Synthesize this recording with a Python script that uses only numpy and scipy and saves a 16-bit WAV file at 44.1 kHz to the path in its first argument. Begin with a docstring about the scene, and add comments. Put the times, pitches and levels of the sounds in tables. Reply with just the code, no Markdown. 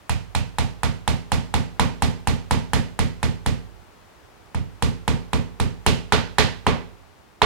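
"""A faint appliance rumble in a small tiled room, and at once a steel hammer tapping a nail into plywood.
Fifteen light taps, a pause, nine more that grow into real blows, a second pause and one last blow. Each contact
cracks, rings the board and booms in the table under it; tiles and walls answer. Two microphones stand in the
room: the left loses the top, and on the left the boom swings opposite to the right."""
import sys
import numpy as np
from scipy import signal
from scipy.fft import rfft, irfft, next_fast_len
from scipy.io import wavfile

SR = 44100
rng = np.random.default_rng(int(sys.argv[2]) if len(sys.argv) > 2 else 0)


def generate_wav(signal):
    """Clip the signal to [-1, 1] and save it as 16-bit WAV at the path in sys.argv[1]."""
    frames = np.transpose(np.atleast_2d(signal))
    scaled = np.clip(frames, -1, 1) * 32767
    pcm = np.round(scaled).astype(np.int16)
    wavfile.write(sys.argv[1], SR, pcm)


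N = 328545
AGE = np.arange(int(.7 * SR)) / SR  # time since a blow, s

# appliance rumble and hiss at the microphones: f/Hz, left/dB, right/dB
RUMBLE_SPECTRUM = [(22, -57, -49), (50, -55.5, -28), (84, -49, -29), (140, -42, -34.5), (250, -44.5, -37),
                   (353, -37, -38), (535, -39, -44.5), (870, -39, -42), (1620, -44.5, -48),
                   (3220, -51.5, -54), (6030, -57.5, -59.5), (10300, -63.5, -62.5), (13500, -79, -62.4)]
# hammer blows, bright if square, dull if off centre: t/s, strength/dB, brightness/dB, clack f/Hz
BLOWS = [(0.0948, -2.5, -1, 2600), (0.3497, -1.5, -1, 2492), (0.5845, -0.45, -1.5, 846),
         (0.8326, 0.4, -2.5, 1333), (1.0767, 0.75, -1.5, 810), (1.3185, 0.5, -1, 803),
         (1.5399, 0.9, -2.5, 801), (1.7956, 4.5, -3.5, 1041), (2.0219, 1.5, -1, 829),
         (2.2722, 0.5, -1, 806), (2.5095, 2, -2, 967), (2.7333, 2, -1.5, 1755), (2.9905, -0.2, -1.5, 2037),
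         (3.2295, -1.5, -2, 1868), (3.4614, -2.5, -1, 1858), (4.5464, -9.5, -5, 1078),
         (4.8234, -1, -0.5, 1126), (5.0782, 0.3, -3.5, 916), (5.3319, -0.75, -4, 1049),
         (5.5997, -2.5, -1.5, 1246), (5.8636, 5.5, 1.5, 2813), (6.1222, 9, 0, 1436), (6.3836, 9.5, 3, 1815),
         (6.6663, 7, -7, 1061), (7.4176, 11, -4, 998)]
# quickly damped modes of the wood around the nail: f/Hz, level/dB, t60/s
CRACK_MODES = [(910, -15, 0.0069), (1397, -16, 0.0081), (1690, -23, 0.007), (3290, -29.5, 0.0053),
               (8230, -36, 0.019), (10800, -14, 0.0019)]
# hard surfaces close to the nail: delay/s, left/dB, right/dB
NEAR_PATHS = [(.0023, -52, -12.5), (.0034, -34, -6.5)]
# colour of the crack as it leaves the board: f/Hz, level/dB
CRACK_RESPONSE = [(400, -2.5), (590, -10), (800, 3.5), (4200, -2.5), (5200, -6), (6500, 1)]
# lasting modes of the board: f/Hz, level/dB, t60/s
BOARD_MODES = [(337, -51, 0.37), (377, -47.5, 0.41), (414, -41.5, 0.72), (462, -37.5, 0.6),
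               (532.7, -41.5, 0.51), (833, -37.5, 0.082), (893, -41.5, 0.42), (964.4, -37, 0.28),
               (1159, -37, 0.22), (1446, -43, 0.39), (1792, -43.5, 0.37), (1960, -39.5, 0.37),
               (2123, -46.5, 0.37), (2530, -36.5, 0.18), (3500, -61, 0.2), (4195, -41.5, 0.32)]
# diffuse sound of one tap in the room: f/Hz, left/dB, right/dB
ROOM_SPECTRUM = [(60, 25, -0.5), (184, 24.5, 22.5), (302, 17.5, 18), (430, 14, 21.5), (620, 15, 16),
                 (864, 4, 19), (1150, 7, 12), (1730, 2.5, 10), (2440, 3.5, 12), (3640, 2, 8.5),
                 (5260, -2.5, 6), (7600, -2.5, 4.5), (11300, -3.5, -1.5), (16200, -8, -18)]
# low modes of board and table together: f/Hz, left/dB, right/dB, t60/s
TABLE_MODES = [(50.55, -39, -25.5, 0.74), (51.4, -16.5, -16, 0.35), (88.5, -22.5, -21.5, 0.21),
               (105, -29.5, -29.5, 0.3), (129.3, -32.5, -20.5, 0.29), (154.7, -18.5, -22, 0.35),
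               (172.6, -24, -26.5, 0.45), (232.5, -30.5, -25, 0.35), (257, -26, -22, 0.2),
               (257, -28, -26.5, 0.332)]
# the boom's ways to the microphones, straight and off the walls: delay/s, left/dB, right/dB
TABLE_PATHS = [(0.0039, 1.5, 5.5), (0.0145, -0.4, 2.5), (0.0315, -1.5, 1.5), (0.042, -2, 3.5),
               (0.064, -22, -15.5)]
# standing waves between the walls: f/Hz, level/dB, t60/s
ROOM_MODES = [(91.8, -29, 1), (104.35, -25, 0.82)]
# how board and table pass on the thump: f/Hz, level/dB
THUMP_RESPONSE = [(120, 0.5), (155, -4), (240, -1.5), (300, -1)]
# hollow notes of the board round a seated nail: f/Hz, level/dB, t60/s
KNOCK_MODES = [(282, -40, 0.047), (427, -19, 0.15)]
# treble loss of the left microphone: f/Hz, level/dB
LEFT_MIC_RESPONSE = [(11000, -0.5), (12400, -5), (16000, -38)]


def undb(db):
    """Decibels to gain."""
    return 10 ** (np.asarray(db) / 20)


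def tint(x, hz, db):
    """Minimum-phase filter through points of f/Hz, level/dB."""
    size = 2 * next_fast_len(x.shape[-1])
    freq = np.maximum(np.fft.rfftfreq(size, 1 / SR), 1)
    cepstrum = irfft(np.interp(np.log(freq), np.log(hz), np.log(undb(db))))
    cepstrum[1:size // 2] *= 2
    cepstrum[size // 2 + 1:] = 0
    return irfft(rfft(x, size) * np.exp(rfft(cepstrum)))[..., :x.shape[-1]]


def tint_pair(pair, table):
    """Colours each side by rows of f/Hz, left/dB, right/dB."""
    hz, *sides = np.transpose(table)
    return np.array([tint(x, hz, db) for x, db in zip(pair, sides)])


def noise_pair(size, shared=0.21):
    """Noise at two microphones, partly the same in both."""
    left, right, both = rng.standard_normal((3, size))
    return np.sqrt(1 - shared) * np.array([left, right]) + np.sqrt(shared) * both


def fade(t60):
    """Decay of 60 dB in t60 seconds."""
    return np.exp(-np.log(1000) * AGE / t60)


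def swell(rise_s):
    """Rise from silence with time constant rise_s."""
    return 1 - np.exp(-AGE / rise_s)


def modes(table):
    """Struck modes; neighbours swing in opposite directions."""
    return sum((-1) ** k * undb(db) * np.sin(2 * np.pi * hz * AGE) * fade(t60)
               for k, (hz, db, t60) in enumerate(table))


def delayed(x, delay_s):
    """The same sound, arriving later."""
    return np.interp(AGE - delay_s, AGE, x, left=0)


def echoes(pair, paths):
    """Delayed copies of a sound at the two microphones."""
    return sum(undb([[left_db], [right_db]]) * np.array([delayed(x, delay_s) for x in pair])
               for delay_s, left_db, right_db in paths)


def appliance_rumble(dip_db=-5, dip_s=(6.8, 7.9)):
    """Room tone: rumble and hiss, which sink a little towards the end."""
    level_db = np.interp(np.arange(N) / SR, dip_s, [0, dip_db])
    return tint_pair(noise_pair(N), RUMBLE_SPECTRUM) * undb(level_db)


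def nail_crack(left_db=-4, snap_db=-22, snap_t60=0.025, radiate_hz=720):
    """The wood dips under the nail and the fibres snap; nearby surfaces repeat it at once."""
    snap = tint(noise_pair(len(AGE)), [600, 2500, 10000, 15000], [18.5, 5.0, 5.5, -14.5])
    snap *= undb(snap_db) * fade(snap_t60)
    # right under the nail all modes start together, and so small a patch radiates no bass
    patch = sum(modes([row]) for row in CRACK_MODES)
    wood = signal.sosfilt(signal.butter(2, radiate_hz, "high", fs=SR, output="sos"), patch)
    direct = undb([[left_db], [0]]) * (wood + snap)
    return tint(direct + echoes([wood, wood], NEAR_PATHS), *np.transpose(CRACK_RESPONSE))


def board_ring(left_db=-7, rise_s=0.0013):
    """Bending waves spread over the board and ring on."""
    return undb([[left_db], [0]]) * modes(BOARD_MODES) * swell(rise_s)


def room_tail(t60=0.39, treble_t60=0.23, split_hz=5500, rise_s=0.005):
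    """Dense reflections off tiles and walls; the treble dies first."""
    noise = noise_pair(len(AGE))
    low = signal.sosfilt(signal.butter(1, split_hz, fs=SR, output="sos"), noise)
    tail = (low * fade(t60) + (noise - low) * fade(treble_t60)) * swell(rise_s)
    energy = np.sum(tail ** 2, axis=1, keepdims=True)
    return tint_pair(tail / np.sqrt(energy), ROOM_SPECTRUM)


def wall_slap(level_db=-5, left_db=-9, delay_s=0.0025, t60=0.0062, band_hz=(2280, 4000)):
    """A short, bright slap of the crack off the wall beside the table."""
    band = signal.butter(3, band_hz, "band", fs=SR, output="sos")
    slap = signal.sosfilt(band, noise_pair(len(AGE)) * fade(t60))
    return undb(level_db) * echoes(slap, [(delay_s, left_db, 0)])


def table_boom(soft_hz=700, hum_left_db=-9, hum_rise_s=0.062, left_lag_s=0.00046):
    """Board and table heave and the room hums after; on the left side the boom arrives late and inverted."""
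    hz, *sides, t60 = np.transpose(TABLE_MODES)
    heave = [modes(zip(hz, db, t60)) for db in sides]
    heave = signal.sosfilt(signal.butter(2, soft_hz, fs=SR, output="sos"), heave)
    hum = undb([[hum_left_db], [0]]) * modes(ROOM_MODES) * swell(hum_rise_s)
    left, right = echoes(heave, TABLE_PATHS) + hum
    return np.array([-delayed(left, left_lag_s), right])


def board_rebound(hz=243, level_db=-22, t60=0.14, delay_s=0.046, left_db=-12, rise_s=0.0047):
    """The board springs back on the table and answers with a low hollow note."""
    note = modes([(hz, level_db, t60)]) * swell(rise_s)
    return echoes([note, note], [(delay_s, left_db, 0)])


def seated_knock(left_db=-9, rise_s=0.0096):
    """Hollow notes of the board once the nail is firmly seated."""
    return undb([[left_db], [0]]) * modes(KNOCK_MODES) * swell(rise_s)


def contact_levels(count, strength_db, bright_db, sink_above_db=4, bite_blows=3.8, grip_blows=16.4):
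    """Gains in dB for the crack and four bands of a blow, as the nail bites, is gripped and sinks."""
    unbitten, loose = np.exp(-count / bite_blows), np.exp(-count / grip_blows)
    # under a hard blow the nail sinks and cushions the contact
    excess_db = max(strength_db - sink_above_db, 0)
    crack_db = 1.93 - 0.54 * excess_db
    top_db = -2.03 - 1.44 * excess_db + bright_db
    # the boom grows more slowly than the blow, and is fullest after a square hit on a firm nail
    boom_db = 2.1 - 0.54 * excess_db - 0.83 * strength_db + 0.39 * bright_db - 2 * loose
    # the board springs back fully only once the point has bitten
    rebound_db = 2 - 1.33 * excess_db - 0.11 * strength_db - 7.5 * unbitten
    # the tighter the wood grips the shank, the more the board knocks
    knock_db = 6.6 - 1.4 * excess_db - 12 * loose
    return crack_db, boom_db, rebound_db, knock_db, top_db


def clack(blow, hz, strength_db, q=6):
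    """The nail stands a little differently each time and favours another narrow band of the board."""
    lift_db = 3.5 + 0.24 * strength_db
    band = signal.lfilter(*signal.iirpeak(hz, q, fs=SR), blow)
    return blow + (undb(lift_db) - 1) * band


def hammering(seating_s=(5.0, 5.9), fresh_share=0.31):
    """Every blow drives the same board and room; the contact sets its weight, brightness and clack."""
    track = np.zeros((2, N))
    crack, ring, room, knock = nail_crack(), board_ring(), room_tail(), seated_knock()
    table = tint(table_boom() + board_rebound(), *np.transpose(THUMP_RESPONSE))
    for count, (at_s, strength_db, bright_db, clack_hz) in enumerate(BLOWS):
        crack_db, boom_db, rebound_db, knock_db, top_db = contact_levels(count, strength_db, bright_db)
        treble_db = 2.1 + 0.71 * bright_db
        # part of the room's answer changes as the hammer lands differently
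        tail = np.sqrt(1 - fresh_share) * room + np.sqrt(fresh_share) * room_tail()
        blow = undb(crack_db) * (crack + wall_slap()) + ring + tail
        colour_db = [rebound_db, knock_db, 0, 0, treble_db, top_db]
        blow = tint(blow, [200, 410, 680, 2200, 4000, 9000], colour_db)
        blow = clack(blow, clack_hz, strength_db)
        thump = tint(table, [125, 230], [boom_db, rebound_db])
        seated = np.interp(at_s, seating_s, [0, 1])
        sound = undb(strength_db) * (blow + seated * knock + thump)
        start = int(at_s * SR)
        track[:, start:start + len(AGE)] += sound[:, :N - start]
    return track


def scene():
    """Hammering at two unlike microphones, over the room tone."""
    left, right = hammering()
    left = tint(left, *np.transpose(LEFT_MIC_RESPONSE))
    return np.array([left, right]) + appliance_rumble()


def record(dry, top_hz=16000):
    """The recorder rounds peaks near full scale and cuts the top."""
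    rounded = dry / (1 + dry ** 4) ** (1 / 4)
    return signal.sosfilt(signal.ellip(8, .2, 70, top_hz, fs=SR, output="sos"), rounded)


dry = scene()
out = record(dry)
generate_wav(out)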